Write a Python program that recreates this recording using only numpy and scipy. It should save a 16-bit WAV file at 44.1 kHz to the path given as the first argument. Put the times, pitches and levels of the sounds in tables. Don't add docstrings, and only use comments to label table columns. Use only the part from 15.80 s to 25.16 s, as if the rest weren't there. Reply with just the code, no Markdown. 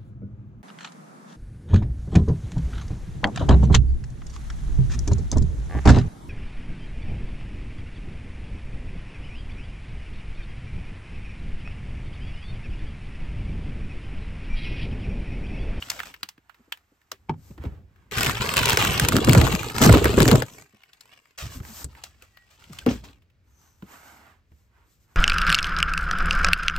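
import sys
import numpy as np
from scipy import signal
from scipy.fft import rfft, irfft, next_fast_len
from scipy.io import wavfile
from scipy.ndimage import uniform_filter1d

SR = 44100
rng = np.random.default_rng(int(sys.argv[2]) if len(sys.argv) > 2 else 0)


def materialize(psi):
    bounded = np.clip(np.atleast_2d(psi).T, -1, 1)
    quanta = np.round(bounded * 32767).astype(np.int16)
    wavfile.write(sys.argv[1], SR, quanta)


N = 412765

# start in seconds, length in seconds, crinkle level in dB,
# fine crackle level in dB, flapping sheet level in dB.
TUGS = [(0.0, 0.3, -53.5, -62, -56), (2.309, 0.087, -35.5, -43.5, -38), (2.365, 0.14, -28, -35.5, -29),
        (2.51, 0.16, -35, -46, -35.5), (2.605, 0.17, -30, -39, -35.5), (2.76, 0.18, -24.5, -36.5, -28),
        (2.975, 0.11, -24.5, -34, -27.5), (3.10, 0.15, -28, -38, -30), (3.24, 0.053, -37.5, -45.5, -29),
        (3.305, 0.072, -30.5, -38, -19.5), (3.39, 0.087, -33.5, -45, -27), (3.462, 0.18, -28.5, -35.5, -16),
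        (3.63, 0.13, -32, -38, -26), (3.77, 0.14, -35.5, -43, -35), (3.94, 0.12, -33, -38.5, -31.5),
        (4.005, 0.055, -21, -23.5, -15.5), (4.06, 0.091, -23.5, -32.5, -11),
        (4.17, 0.2, -31.5, -40.5, -22.5), (4.37, 0.19, -30, -34.5, -16), (4.55, 0.049, -36, -41.5, -29),
        (4.64, .18, -52, -54, -52.5), (7.07, 0.061, -41.5, -68, -36), (7.23, 0.038, -54, -73, -50.5)]
# start in seconds, length in seconds, crinkle level in dB.
SETTLING = [(0.29, 0.14, -63.5), (4.85, 0.66, -66.5), (5.2, 0.17, -61.5), (6.08, 0.17, -59.5),
            (6.25, 0.2, -70.5), (6.42, 0.35, -70), (6.7, 0.37, -64.5), (6.92, 0.11, -60.5),
            (7.14, 0.2, -68.5)]
SETTLE_CRACKLE_DB, SETTLE_FLAP_DB = -9.5, -11.5
# time in seconds, peak level in dB, ring pitch in Hz,
# treble level in dB, left-right difference in dB.
CREASE_SNAPS = [(2.3122, -25, 2140, -16, 3), (2.3203, -27, 1030, -24, 6.5), (2.374, -17.5, 2630, -11, 10),
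                (2.384, -12, 2540, -16, 13.5), (2.4076, -11.5, 1200, -15, 8.5), (2.4315, -7, 2480, -13, 4),
                (2.446, -11, 3040, -17, 2), (2.462, -13, 2740, -19, 12), (2.467, -9, 2600, -21, -4),
                (2.4957, -8, 1020, -32, 9), (2.51, -15.5, 2520, -8, -1), (2.553, -20, 3280, -27, 7),
                (2.61, -13.5, 2063, -29, -2), (2.626, -23, 1796, -31, 0.5), (2.662, -16, 2000, -26, -1.5),
                (2.691, -9, 2540, -32, -5), (2.7385, -12, 1110, -11, 1), (2.763, -13.5, 2980, -10, 2),
                (2.768, -3.5, 2630, -17, 1), (2.779, -7.5, 2586, -16, 3.5), (2.79, -7, 1590, -12, -1.5),
                (2.8155, -12, 2530, -25, -1), (2.83, -12.5, 2215, -22, 1.5), (2.8563, -7.5, 2453, -11, 8.5),
                (2.88, -13, 2490, -13, 0), (2.889, -7.5, 1120, -12, 2), (2.896, -5.5, 2420, -14, 9),
                (2.904, -5, 3560, -19, -4), (2.92, -10, 2616, -21, 1.5), (2.931, -6.5, 1620, -11, 0.5),
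                (2.96, -25, 1168, -8, 1.5), (2.972, -0.5, 1488, -12, -1), (3.0042, -13, 3400, -29, -3.5),
                (3.014, -12, 2900, -26, -1), (3.0246, -6.5, 3050, -31, -5), (3.049, -5, 1449, -19, -3.5),
                (3.0728, -11, 2870, -14, -4.5), (3.108, -16.5, 2200, -3, -2),
                (3.1416, -12, 2840, -31, -2.5), (3.1763, -15, 2760, -13, 2.5),
                (3.197, -1, 1560, -12.5, 1.5), (3.2258, -16.5, 942, -12, -0.5), (3.249, -10, 1500, -14, -1),
                (3.286, -1.5, 7540, -16.5, 0.5), (3.322, -8.5, 1350, -34, -1), (3.354, -13, 1374, -30, 1.5),
                (3.3661, -3.5, 1407, -10, -4), (3.385, -12.5, 1297, -29, 1.5), (3.447, -16, 920, -9, 10),
                (3.4941, -3.5, 2345, -22, 8), (3.512, -20, 2003, 0, -0.5), (3.532, -3, 1980, -9, 4),
                (3.549, -7, 877, -8, -9), (3.575, -11, 1490, -14, 11.5), (3.581, -11.5, 2500, -1, 2.5),
                (3.6138, -9.5, 2360, -24, 11), (3.6679, -9.5, 900, -30, 7), (3.675, -12.5, 1830, -34, 9.5),
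                (3.7258, -14.5, 920, -33, 11.5), (3.7512, -13, 2450, -15, 6.5),
                (3.8317, -19, 1320, -20, -11), (3.8985, -20.5, 2230, -30, -8.5),
                (3.9828, -9.5, 1380, -7, -6.5), (4.0277, -5.5, 1260, -8, -10), (4.0458, -5, 1190, -8, -7.5),
                (4.094, -9, 1004, -24, -2), (4.1264, -9, 1035, -3, 4.5), (4.138, -14, 1030, -28, -1),
                (4.1716, -9.5, 1000, -33, 6), (4.228, -26.5, 1410, -32, -7), (4.243, -6.5, 1860, -12, 0.5),
                (4.2545, -8, 1018, -22, 0.5), (4.372, -16.5, 942, -3, -1), (4.403, -3.5, 1788, -19, 6),
                (4.4212, -8.5, 1073, -12, 6.5), (4.429, -8, 3810, -4, 0), (4.455, -9.5, 1846, -12, 1.5),
                (4.479, -5.5, 890, -13, 8), (4.485, -10, 1917, -5, 2), (4.514, -5, 843, -19, 13),
                (4.556, -11.5, 1410, -13, 10), (4.622, -17, 870, -23, 16)]
CREASES_PER_S, CREASE_OVER_CRINKLE_DB, CREASE_SPREAD_DB = 16, 10, -0.5
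CREASE_HZ, CREASE_SPREAD_OCTAVES, CREASE_TREBLE_DB, CREASE_PAN_DB = 2080, 1, -21, 2.5
CREASE_LEAST_DB = -41.5
# time in seconds, peak level in dB,
# ring pitch in Hz, treble level in dB, left-right difference in dB.
EDGE_TICKS = [(0.0229, -18, 2900, -30, -1), (0.1003, -10, 6100, -14, -2), (0.1157, -23.5, 1770, -20, 11),
              (0.1915, -22, 2180, -30, 5), (0.2004, -15.5, 1860, -36, -2.5), (0.2319, -25, 1500, -15, -6),
              (0.2555, -36, 2600, -23, 0), (0.27, -35, 3200, -20, 2), (0.315, -43, 2600, -16, 0),
              (0.34, -27.5, 1840, -25, 1), (0.4303, -15, 4130, -21.5, -0.5), (0.4883, -25, 5300, -16, -2.5),
              (0.578, -43.5, 1400, -30.5, 1.5), (0.695, -34.5, 1530, -36, -11),
              (0.744, -43.5, 1680, -24, 0), (0.9228, -14.5, 2950, -19, -2), (0.9727, -41.5, 2000, -20, 2),
              (1.215, -50.5, 1780, -20, -1), (1.3165, -18.5, 5670, -21.5, 0.5),
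              (1.778, -38.5, 1095, -23.5, -3), (1.8375, -34, 1040, -25, -4.5), (2.159, -49, 1500, -43, 5),
              (5.034, -36.5, 2326, -25, 1), (5.132, -38.5, 3144, -15.5, 5), (5.208, -34, 4280, -8.5, 2.5),
              (5.3344, -40, 3020, -32, 6), (5.455, -47, 1774, -31, 5), (5.801, -35.5, 1300, -29, 0),
              (5.833, -41, 1700, -30, 0), (5.85, -32, 1560, -33, 3), (6.043, -22.5, 7700, -4, 6),
              (6.1508, -37, 1700, -30, -0.5), (6.2372, -23.5, 4100, -8, 0.5),
              (6.4219, -36.5, 2680, -12.5, 5), (6.571, -37.5, 1980, -31.5, 7), (6.8207, -42, 1464, -26, -4),
              (6.84, -38, 3230, -21, 0), (6.931, -34.5, 1260, -10, 9), (6.986, -22.5, 3200, -11.5, -1),
              (7.062, -17.5, 1120, -20, 5), (7.421, -52, 2900, -22, 0), (7.5, -55, 2600, -24, 0),
              (8.023, -35, 1020, -33, -6), (8.064, -54, 2800, -20, -2), (8.717, -54, 1106, -28, -5)]
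# start in seconds, length in seconds, peak level in dB,
# starting pitch in Hz, ending pitch in Hz.
FLEXES = [(1.495, 0.029, -19, 260, 90), (1.701, 0.028, -35, 306, 90), (3.206, 0.056, -13.5, 262, 55),
          (3.472, 0.036, -5.5, 340.5, 103), (3.553, 0.071, -4.5, 203.5, 45), (3.734, 0.03, -17, 288, 124),
          (4.088, 0.042, -3, 305, 60), (4.401, 0.035, -5, 333, 70), (4.513, 0.055, -2, 324.4, 74.7),
          (4.621, 0.032, -25, 243, 70), (6.894, 0.04, -34.5, 270, 101)]
# time in seconds, peak level in dB, pitch in Hz.
THUMPS = [(1.317, -34, 483), (1.493, -24.5, 900), (1.708, -47, 900), (1.781, -38, 600), (1.852, -35, 900),
          (2.407, -27, 460), (2.973, -12, 486), (3.288, -20, 400), (3.355, -14.5, 425), (3.474, -10, 484),
          (3.549, -2.5, 493), (3.584, -12.5, 382), (3.613, -10.5, 470), (3.673, -14.5, 430),
          (4.049, -7.5, 473), (4.061, -6, 385), (4.091, -0.5, 560), (4.137, -1.5, 500), (4.245, -11, 454),
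          (4.255, -4.5, 494), (4.377, -7, 433), (4.402, -9.5, 340), (4.483, -8.5, 705), (4.517, -6.5, 564),
          (4.552, -8.5, 360), (4.619, -15, 563), (5.801, -41, 613), (6.041, -34.5, 373),
          (6.236, -36.5, 790), (6.423, -41.5, 600), (8.717, -55.5, 300)]
# time in seconds, peak level in dB,
# middle pitch in Hz, number of cycles at that pitch for a decay of 60 dB.
BUMPS = [(0.43, -42.5, 193, 14), (0.58, -45.5, 305, 10.5), (0.796, -51.5, 237, 16), (0.876, -53, 290, 18),
         (1.119, -54, 286, 11), (1.317, -44, 395, 38), (1.779, -39, 320, 19), (1.798, -30.5, 73.4, 16),
         (1.84, -27.5, 318, 9.8), (1.852, -26, 250, 18), (1.863, -20, 70.4, 12), (2.476, -19, 111, 6),
         (2.6, -21, 117, 8.7), (2.934, -19.5, 76, 3.9), (3.092, -16.5, 90.1, 10), (3.328, -17.5, 260, 10),
         (3.356, -10.5, 248, 14), (3.389, -13, 283, 8), (3.501, -9, 257, 19), (3.566, -5, 186, 21),
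         (3.65, -18, 150, 9), (3.862, -30, 100, 7), (3.958, -26, 86, 12), (4.013, -8.5, 173, 9.5),
         (4.023, -7, 260, 12), (4.065, -1.5, 209, 6.4), (4.128, -6, 70, 7), (4.154, -2, 298, 12),
         (4.242, -13, 73, 13), (4.255, -9, 308, 9.5), (4.377, -2.5, 367, 16.2), (4.435, -12, 287, 10),
         (4.479, -11, 270, 15), (4.597, -32, 110, 5.5), (4.936, -48.5, 213, 14), (5.623, -26.5, 72.4, 15),
         (5.641, -28.5, 107.3, 36), (5.759, -32.5, 75.6, 12), (5.804, -26, 108, 5.2),
         (6.045, -26.5, 70.4, 8.8), (7.255, -45, 293.5, 76), (8.025, -29.5, 185, 14),
         (8.716, -45, 80.4, 9.4)]
# start in seconds, length in seconds, level in dB.
SLIDES = [(-0.02, 0.2, -48.5), (0.1, 0.13, -47), (0.25, 0.016, -45.5), (5.576, 0.048, -35.5),
          (5.63, 0.11, -48), (6.238, 0.012, -49.5), (6.08, 0.62, -67), (6.422, 0.0096, -65),
          (6.7, 0.04, -58), (6.79, 0.14, -60), (6.92, 0.095, -52), (7.09, 0.038, -42),
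          (7.235, 0.023, -52.5), (7.29, 0.018, -68)]
# moment of greatest speed in seconds,
# time to speed up or slow down in seconds, scrape level in dB, hiss level in dB.
STROKES = [(0.82, 0.26, -73.5, -83.5), (1.25, 0.54, -80, -84), (1.681, 0.08, -72, -65),
           (1.845, 0.041, -53, -74), (1.93, 0.07, -65, -88), (2.221, 0.15, -71.5, -87),
           (5.75, 0.042, -57, -51), (5.89, 0.06, -57.5, -52.5), (5.975, 0.05, -62, -46.5),
           (6.015, 0.025, -55, -48.5), (6.18, 0.036, -60, -74), (6.439, 0.018, -63, -69),
           (7.71, 0.058, -76.5, -79.5), (7.85, 0.1, -72, -71), (8.02, 0.075, -77, -75),
           (8.137, 0.056, -52.5, -59), (8.28, 0.12, -55, -62.5), (8.45, 0.1, -58, -75),
           (8.79, 0.086, -84, -77.5), (9.0, 0.082, -69, -87), (9.12, 0.06, -91, -72),
           (9.23, 0.038, -89, -74), (9.33, 0.055, -70, -75.5)]
RUB_PAN_DB = -3.5
# start in seconds, length in seconds,
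# starting pitch in Hz, level in dB, glide in octaves, waver as a share of the pitch.
SQUEAKS = [(0.1, 0.12, 1100, -48, -1.7, 0.17), (0.14, 0.058, 1180, -60, -0.91, 0.15),
           (6.268, 0.11, 1680, -69, 0.046, 0.025), (5.736, 0.067, 292, -41, -0.38, 0.095),
           (5.869, 0.085, 250, -43, -0.24, 0.082), (6.506, 0.19, 1930, -58, -0.02, 0.006),
           (7.007, 0.031, 1600, -48.5, -0.079, .02), (7.64, 0.4, 6400, -66.5, -0.11, 0.052)]
# time in seconds, level in dB.
BOX_HITS = [(1.487, -48.5), (1.4935, -26), (1.5056, -45.5), (1.538, -48)]
# frequency in Hz, level in dB, 60 dB decay time of its rattle in seconds.
BOX_MODES = [(102, 1, 0.39), (157, 4, 0.23), (237, -4, 0.25), (360, 7, 0.094), (455, -20, 0.16),
             (890, 13.5, 0.055), (1200, -11, 0.068), (1450, -12, 0.06), (2280, 8, 0.017), (3050, -6, 0.034)]
# time in seconds, level in dB.
LANDING_HITS = [(7.063, -15.5), (7.070, -25), (7.103, -27.5), (7.13, -36.5)]
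# frequency in Hz, level in dB, 60 dB decay time of its rattle in seconds.
LANDING_MODES = [(60, -14, 0.45), (116, -13, 0.36), (214, -8, 0.28), (250, 8, 0.11), (377, -19, 0.18),
                 (450, -5.5, 0.13), (507, 8, 0.048), (660, -9, 0.073), (750, -27, 0.057), (1120, -8, 0.019),
                 (1500, -41, 0.0784)]
# time in seconds, level in dB.
RUMBLE = [
    [(0.0, -57), (0.56, -75.5), (1.23, -80), (1.39, -68), (1.65, -59.5), (1.92, -44), (2.13, -62.5),
     (2.28, -60.5)],
    [(4.88, -82), (5.47, -86), (5.8, -49), (6.7, -73), (6.95, -54.5), (7.09, -51), (7.51, -67), (9.36, -67)],
]
AMBIENCE_DB = -76

# frequency in Hz, level in dB per Hz.
CRINKLE_SPECTRUM = [(250, -17.5), (600, -7), (1000, 1.5), (1500, -0.5), (2800, -2.5), (4000, -6),
                    (5500, -8.5), (8000, -22.5), (16000, -37)]
CRACKLE_SPECTRUM = [(1500, -14.5), (3500, -2.5), (5000, 2), (6300, 4), (8000, 4), (10000, -10.5),
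                    (13000, 0), (15000, -13), (16500, -21.5)]
FLAP_SPECTRUM = [(25, -20.5), (48, 1), (70, 2.5), (110, -0.5), (200, -5.5), (320, -7), (450, -8.5),
                 (700, -18), (1200, -24.5), (3000, -58.5)]
SNAP_SPECTRUM = [(100, -12.5), (400, -9), (650, -4.5), (1200, -1.5), (3000, -4), (6000, -4), (8000, 1),
                 (10000, -4), (16000, -15)]
SLIDE_SPECTRUM = [(300, -11.5), (600, -5), (1100, -0.5), (2000, -2.5), (3200, -2.5), (4500, -6.5),
                  (8000, -6), (10000, -16.5), (13000, -11.5), (16000, -21.5)]
SCRAPE_SPECTRUM = [(60, -26), (250, 4), (520, -5.5), (900, 4), (1500, 1.5), (2300, -3), (3200, -9.5),
                   (6000, -20), (16000, -28)]
HISS_SPECTRUM = [(1000, -13), (2800, -8.5), (4500, -9), (8000, -4.5), (10000, -13.5), (14500, -5.5),
                 (16500, -36)]
RUMBLE_SPECTRUM = [(20, -36.5), (45, -7), (65, -2), (90, -4), (130, -13.5), (250, -22), (600, -31),
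                   (2000, -63)]
AMBIENCE_SPECTRUM = [(60, -3), (300, -3.5), (600, -18), (1400, -7), (2300, -7.5), (3200, -13.5),
                     (8000, -24), (16000, -32.5)]
# frequency in Hz, left-right likeness from -1 to 1.
LIKENESS = [(60, 0.85), (250, 0.94), (500, 0.73), (1000, 0.42), (2000, 0.1), (4000, 0.9), (8000, 0.21),
            (14000, 0.86)]
# frequency in Hz, left-right difference in dB.
BALANCE_DB = [(250, 0), (500, 2), (900, 1.5), (1700, -2.5), (3000, -1), (5000, 10), (7500, 4)]
ROOM_T60_S, CUTOFF_HZ = 0.07, 16000

HALVES = np.array([[0.5], [-0.5]])


def from_db(db):
    return 10 ** (np.asarray(db) / 20)


def rms_one(x):
    return x / np.sqrt(np.mean(x ** 2) + 1e-20)


def at_hz(points, hz):
    knots, values = np.transpose(points)
    return np.interp(np.log(hz + 1e-3), np.log(knots), values)


def add(out, s, sound):
    start = max(int(s * SR), 0)
    out[:, start:start + sound.shape[1]] += sound[:, :N - start]


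def drift(rate):
    knots = rng.standard_normal(4000)
    return np.interp(np.arange(N) / SR * rate, np.arange(len(knots)), knots)


def colour(x, spectrum, size=4096):
    gain = from_db(at_hz(spectrum, np.fft.rfftfreq(size, 1 / SR)))
    cepstrum = irfft(np.log(gain))
    cepstrum[1:size // 2] *= 2
    cepstrum[size // 2 + 1:] = 0
    response = irfft(np.exp(rfft(cepstrum)))
    return signal.oaconvolve(x, response[None], axes=1)[:, :x.shape[1]]


def stereo_noise(size):
    padded = next_fast_len(size, True)
    alike = np.clip(at_hz(LIKENESS, np.fft.rfftfreq(padded, 1 / SR)), -.99, .99)
    mid, side = rfft(rng.standard_normal((2, padded)))
    ears = np.sqrt(1 + alike) * mid + np.sqrt(1 - alike) * side * [[1], [-1]]
    return irfft(ears, padded)[:, :size] / np.sqrt(2)


def resonance(x, hz, q):
    return signal.lfilter(*signal.iirpeak(min(hz, SR / 3), max(q, 1), fs=SR), x)


def steady(x, window_s):
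    size = int(window_s * SR)
    power = uniform_filter1d(uniform_filter1d(np.mean(x ** 2, axis=0), size), size // 2)
    return x / np.sqrt(np.abs(power) + 1e-4 * power.mean())


def swells(rows, attack_s, sag_db_per_s, release_db_per_s):
    t, power = np.arange(0, N, 32) / SR, 0
    for start, length, *levels_db in rows:
        age = np.maximum(t - start, 0)
        overtime = np.maximum(age - length, 0)
        shape = np.minimum(age / attack_s, 1) * from_db(-sag_db_per_s * age - release_db_per_s * overtime)
        power = power + np.outer(from_db(levels_db), shape) ** 2
    return [np.interp(np.arange(N) / SR, t, np.sqrt(p)) for p in power]


def pop(hz, t60, q, ring_db, tail_db, tail_t60, size=3072):
    t = np.arange(size) / SR
    noise = stereo_noise(size)
    crack = noise * from_db(-60 * t / t60)
    ring = from_db(ring_db) * resonance(crack, hz, q)
    return crack + ring + noise * from_db(tail_db - 60 * t / tail_t60)


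def grains(per_s, spread_db, low_hz, high_hz, t60, clump_db, ring_db, count=18):
    born = np.flatnonzero(rng.random(N) < per_s * from_db(clump_db * drift(45)) / SR)
    sizes = from_db(spread_db * np.minimum(rng.exponential(1, N), 4.5)) * rng.choice([-1, 1], N)
    facet, out = rng.integers(0, count, N), np.zeros((2, N))
    for k, hz in enumerate(np.geomspace(low_hz, high_hz, count)):
        clicks, mine = np.zeros(N), born[facet[born] == k]
        clicks[mine] = sizes[mine]
        shape = rms_one(pop(hz, t60, q=10, ring_db=ring_db, tail_db=-22.0, tail_t60=0.11))
        out += signal.oaconvolve(clicks[None], shape, axes=1)[:, :N]
    return out


def folds(x, echo, delay_s, sway):
    n, shared = np.arange(N), drift(6)
    ears = []
    for ear in x:
        delay = SR * delay_s * np.exp(sway * (shared + 0.13 * drift(6)))
        ears.append(ear + echo * np.interp(n - delay, n, ear))
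    return np.array(ears)


def paper_motion():
    crinkle, crackle, flap = swells(TUGS, attack_s=0.014, sag_db_per_s=10, release_db_per_s=331)
    creep, = swells(SETTLING, attack_s=0.048, sag_db_per_s=-2.5, release_db_per_s=199)
    return crinkle + creep, crackle + from_db(SETTLE_CRACKLE_DB) * creep, flap + from_db(SETTLE_FLAP_DB) * creep


def paper(crinkle, crackle, flap):
    effort = crinkle / crinkle.max()
    pops = grains(110 + 620 * np.sqrt(effort), spread_db=3.5, low_hz=805, high_hz=9350,
                  t60=0.008, clump_db=5.5, ring_db=10)
    brushing = from_db(-5.5) * stereo_noise(N)
    rustle = folds(steady(pops, 0.36) + brushing, echo=0.36, delay_s=.00035, sway=0.35)
    rustle = folds(rustle, echo=0.79, delay_s=.0024, sway=.2)
    booms = grains(400, spread_db=3.5, low_hz=87.0, high_hz=740, t60=0.027, clump_db=2, ring_db=15.5, count=26)
    return (from_db(1.85) * crinkle * steady(colour(rustle, CRINKLE_SPECTRUM), 0.19)
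            + from_db(3.0) * crackle * steady(colour(rustle, CRACKLE_SPECTRUM), 0.03)
            + from_db(1.06) * flap * steady(colour(booms, FLAP_SPECTRUM), 0.052))


def lesser_creases(crinkle):
    count = int(CREASES_PER_S * N / SR)
    moments, chance = rng.random(count), rng.standard_normal((count, 4))
    rows = []
    for moment, (size, pitch, treble, side) in zip(moments, chance):
        crinkle_db = 20 * np.log10(crinkle[int(moment * N)] + 1e-9)
        db = crinkle_db + CREASE_OVER_CRINKLE_DB + CREASE_SPREAD_DB * size
        hz = CREASE_HZ * 2 ** (CREASE_SPREAD_OCTAVES * pitch)
        rows.append((moment * N / SR, db, hz, CREASE_TREBLE_DB + 5 * treble, CREASE_PAN_DB * side))
    return [row for row in rows if row[1] > CREASE_LEAST_DB]


def snaps(rows, gain_db, t60, q, ring_db, cluster_db, tail_db, tail_t60, rise_s):
    lead_s = 0.0033
    out = np.zeros((2, N))
    rise = 1 - np.exp(-np.arange(5120) / SR / rise_s)
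    for s, db, hz, treble_db, pan_db in rows:
        scatter_db = tail_db + 0.34 * max(-db - 14.0, 0)
        crack = np.zeros((2, SR // 8))
        add(crack, lead_s, rise * pop(hz, t60, q, ring_db, scatter_db, tail_t60, size=len(rise)))
        hard_edge = pop(hz, t60=0.006, q=2.6, ring_db=-2, tail_db=-41.0, tail_t60=.02)
        add(crack, lead_s + rise_s, from_db(2.5) * hard_edge)
        for start, size in rng.random((6, 2)):
            tiny = pop(hz, t60=0.018, q=1.7, ring_db=16.0, tail_db=-31.0, tail_t60=.03)
            add(crack, 2 * lead_s * start, start * size * from_db(cluster_db) * tiny)
        shelf_db = np.clip(treble_db + 6.5, -22, 8)
        shelf = [(3000, 0.013), (8000, shelf_db), (14000, 0.22 * shelf_db)]
        crack = colour(colour(crack, SNAP_SPECTRUM), shelf, size=512)
        crack = signal.lfilter(*signal.butter(2, min(0.37 * hz, 900), "high", fs=SR), crack)
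        height = 3.13 * np.sqrt(np.sum(crack ** 2) / (2 * 0.0028 * SR))
        add(out, s - lead_s, from_db(db + gain_db + pan_db * HALVES) * crack / height)
    return out


def flexes():
    out = np.zeros((2, N))
    for s, length, db, start_hz, end_hz in FLEXES:
        size = int(length * SR)
        phase = 2 * np.pi * np.cumsum(np.geomspace(start_hz, end_hz, size)) / SR
        swell = np.sin(np.pi * np.interp(np.linspace(0, 1, size), [0, 0.47, 1], [0, .5, 1]))
        puff = rms_one(colour(stereo_noise(SR // 4), FLAP_SPECTRUM))[:, -size:]
        swing = np.sin(phase) + from_db(-14) * np.sin(1.62 * phase)
        whoomp = swell * (swing + from_db(-11) * puff)
        add(out, s, from_db(db) * whoomp / np.abs(whoomp).max())
    return out


def thumps():
    out, t = np.zeros((2, N)), np.arange(SR // 4) / SR
    for s, db, hz in THUMPS:
        push = stereo_noise(len(t)) * from_db(-60 * t / 0.039) * (1 - np.exp(-t / 0.001))
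        thump = 0
        for mode_hz, mode_db in ((hz, 0), (2.3 * hz, -6.5)):
            mode = resonance(resonance(push, mode_hz, q=1.3), mode_hz, q=1.3)
            thump = thump + from_db(mode_db) * mode
        add(out, s, from_db(db - 1.0) * thump / np.abs(thump).max())
    return out


def bumps():
    out, t = np.zeros((2, N)), np.arange(SR // 2) / SR
    for s, db, hz, swings in BUMPS:
        puff = rms_one(resonance(colour(stereo_noise(len(t)), FLAP_SPECTRUM), hz, q=1))
        pitch = hz * (1 + 0.059 * (2 * np.exp(-t / 0.027) - 1))
        phase = 2 * np.pi * np.cumsum(pitch) / SR
        swing = np.sin(phase) + from_db(-13) * np.sin(1.62 * phase)
        decay = from_db(-60 * t * hz / swings)
        bump = (swing + from_db(-5) * puff) * decay * (1 - np.exp(-t / 0.0034))
        add(out, s, from_db(db) * bump / np.abs(bump).max())
    return out


def sliding():
    gain, = swells(SLIDES, attack_s=0.0059, sag_db_per_s=10.5, release_db_per_s=265.0)
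    fibres = rms_one(grains(3000, spread_db=4.5, low_hz=900, high_hz=8000, t60=0.0027, clump_db=5.5, ring_db=2.0))
    brushing = folds(fibres + stereo_noise(N), echo=.45, delay_s=.0014, sway=.15)
    return gain * rms_one(colour(brushing, SLIDE_SPECTRUM))


def stroke_speed():
    t, power = np.arange(0, N, 32) / SR, 0
    for middle, ramp_s, *levels_db in STROKES:
        speed = np.exp(-((t - middle) / ramp_s) ** 2)
        power = power + np.outer(from_db(levels_db), speed) ** 2
    return [np.interp(np.arange(N) / SR, t, np.sqrt(p + 1e-20)) for p in power]


def rubbing():
    scrape, hiss = stroke_speed()
    slips = rms_one(grains(2200, spread_db=3.0, low_hz=727, high_hz=8200, t60=0.0026, clump_db=3, ring_db=8.5))
    slips = folds(slips + from_db(3.0) * stereo_noise(N), echo=0.35, delay_s=0.0022, sway=0.28)
    return (from_db(3.5 + RUB_PAN_DB * HALVES) * scrape * rms_one(colour(slips, SCRAPE_SPECTRUM))
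            + from_db(4.0) * hiss * rms_one(colour(slips, HISS_SPECTRUM)))


def squeaks():
    out = np.zeros((2, N))
    for s, length, hz, db, glide, waver in SQUEAKS:
        size = int(length * SR)
        pitch = hz * 2 ** np.linspace(0, glide, size) * (1 + waver * drift(680)[:size])
        gain = from_db(db + 1.7 * drift(200)[:size])[None] * np.hanning(size)
        add(out, s, gain * np.sin(2 * np.pi * np.cumsum(pitch) / SR))
    return out


def knocks(hits, modes, crunch_db, crunch_t60, rattle, attack_s):
    out, t = np.zeros((2, N)), np.arange(SR // 2) / SR
    for s, db in hits:
        crunch = rms_one(colour(stereo_noise(len(t)), SCRAPE_SPECTRUM))
        sound = from_db(crunch_db - 60 * t / crunch_t60) * crunch
        shaking = stereo_noise(len(t))
        for hz, mode_db, t60 in modes:
            tone = np.sin(2 * np.pi * hz * t) * np.exp(-t / t60 * 4)
            shaken = rms_one(resonance(resonance(shaking, hz, q=4.5), hz, q=4.5))
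            sound += from_db(mode_db - 60 * t / t60) * (tone + rattle * shaken)
        add(out, s, from_db(db) * sound * (1 - np.exp(-t / attack_s)))
    return out


def room(x, wet_db, first_echo_s):
    t = np.arange(SR // 2) / SR
    tail = stereo_noise(len(t)) * from_db(-60 * t / ROOM_T60_S) * (t > first_echo_s)
    tail = tail / np.sqrt(np.sum(tail ** 2) / 2)
    tail = colour(tail, [(100, 3.5), (3000, 3.5), (7000, -4.0), (15000, -12.0)])
    return x + from_db(wet_db) * signal.oaconvolve(x, tail, axes=1)[:, :N]


def background():
    rumble = from_db(np.interp(np.arange(N) / SR, *np.concatenate(RUMBLE).T))
    return (from_db(4.5) * rumble * rms_one(colour(stereo_noise(N), RUMBLE_SPECTRUM))
            + from_db(AMBIENCE_DB) * rms_one(colour(stereo_noise(N), AMBIENCE_SPECTRUM)))


def scene():
    crinkle, crackle, flap = paper_motion()
    handling = paper(crinkle, crackle, flap)
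    handling += snaps(CREASE_SNAPS + lesser_creases(crinkle), gain_db=0.5, t60=0.014, q=6.5, ring_db=9,
                      cluster_db=-18.0, tail_db=-29, tail_t60=0.15, rise_s=0.00032)
    handling += snaps(EDGE_TICKS, gain_db=2.0, t60=0.02, q=6.8, ring_db=12.5,
                      cluster_db=-8.5, tail_db=-22.0, tail_t60=0.15, rise_s=0.00099)
    handling += flexes() + thumps() + bumps() + sliding() + rubbing() + squeaks()
    handling += knocks(BOX_HITS, BOX_MODES, crunch_db=1.0, crunch_t60=0.015, rattle=0.4, attack_s=0.003)
    handling += knocks(LANDING_HITS, LANDING_MODES, crunch_db=-10, crunch_t60=0.084, rattle=0.96, attack_s=0.0051)
    return room(handling, wet_db=-18.0, first_echo_s=0.0059) + background()


def record(dry):
    ears = []
    for k, sign in enumerate((1, -1)):
        response = [(hz, sign * db / 2) for hz, db in BALANCE_DB]
        ears.append(colour(dry[[k]], response, size=1024)[0])
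    mid, side = (ears[0] + ears[1]) / 2, (ears[0] - ears[1]) / 2
    band_hz = [9000, 11300]
    opposed = signal.sosfilt(signal.butter(2, band_hz, "band", fs=SR, output="sos"), mid)
    mid = signal.sosfilt(signal.butter(2, band_hz, "bandstop", fs=SR, output="sos"), mid)
    side = side + opposed
    rounded = .95 * np.tanh(np.array([mid + side, mid - side]) / .95)
    return signal.sosfilt(signal.ellip(10, .1, 100, CUTOFF_HZ, fs=SR, output="sos"), rounded)


dry = scene()
out = record(dry)
materialize(out)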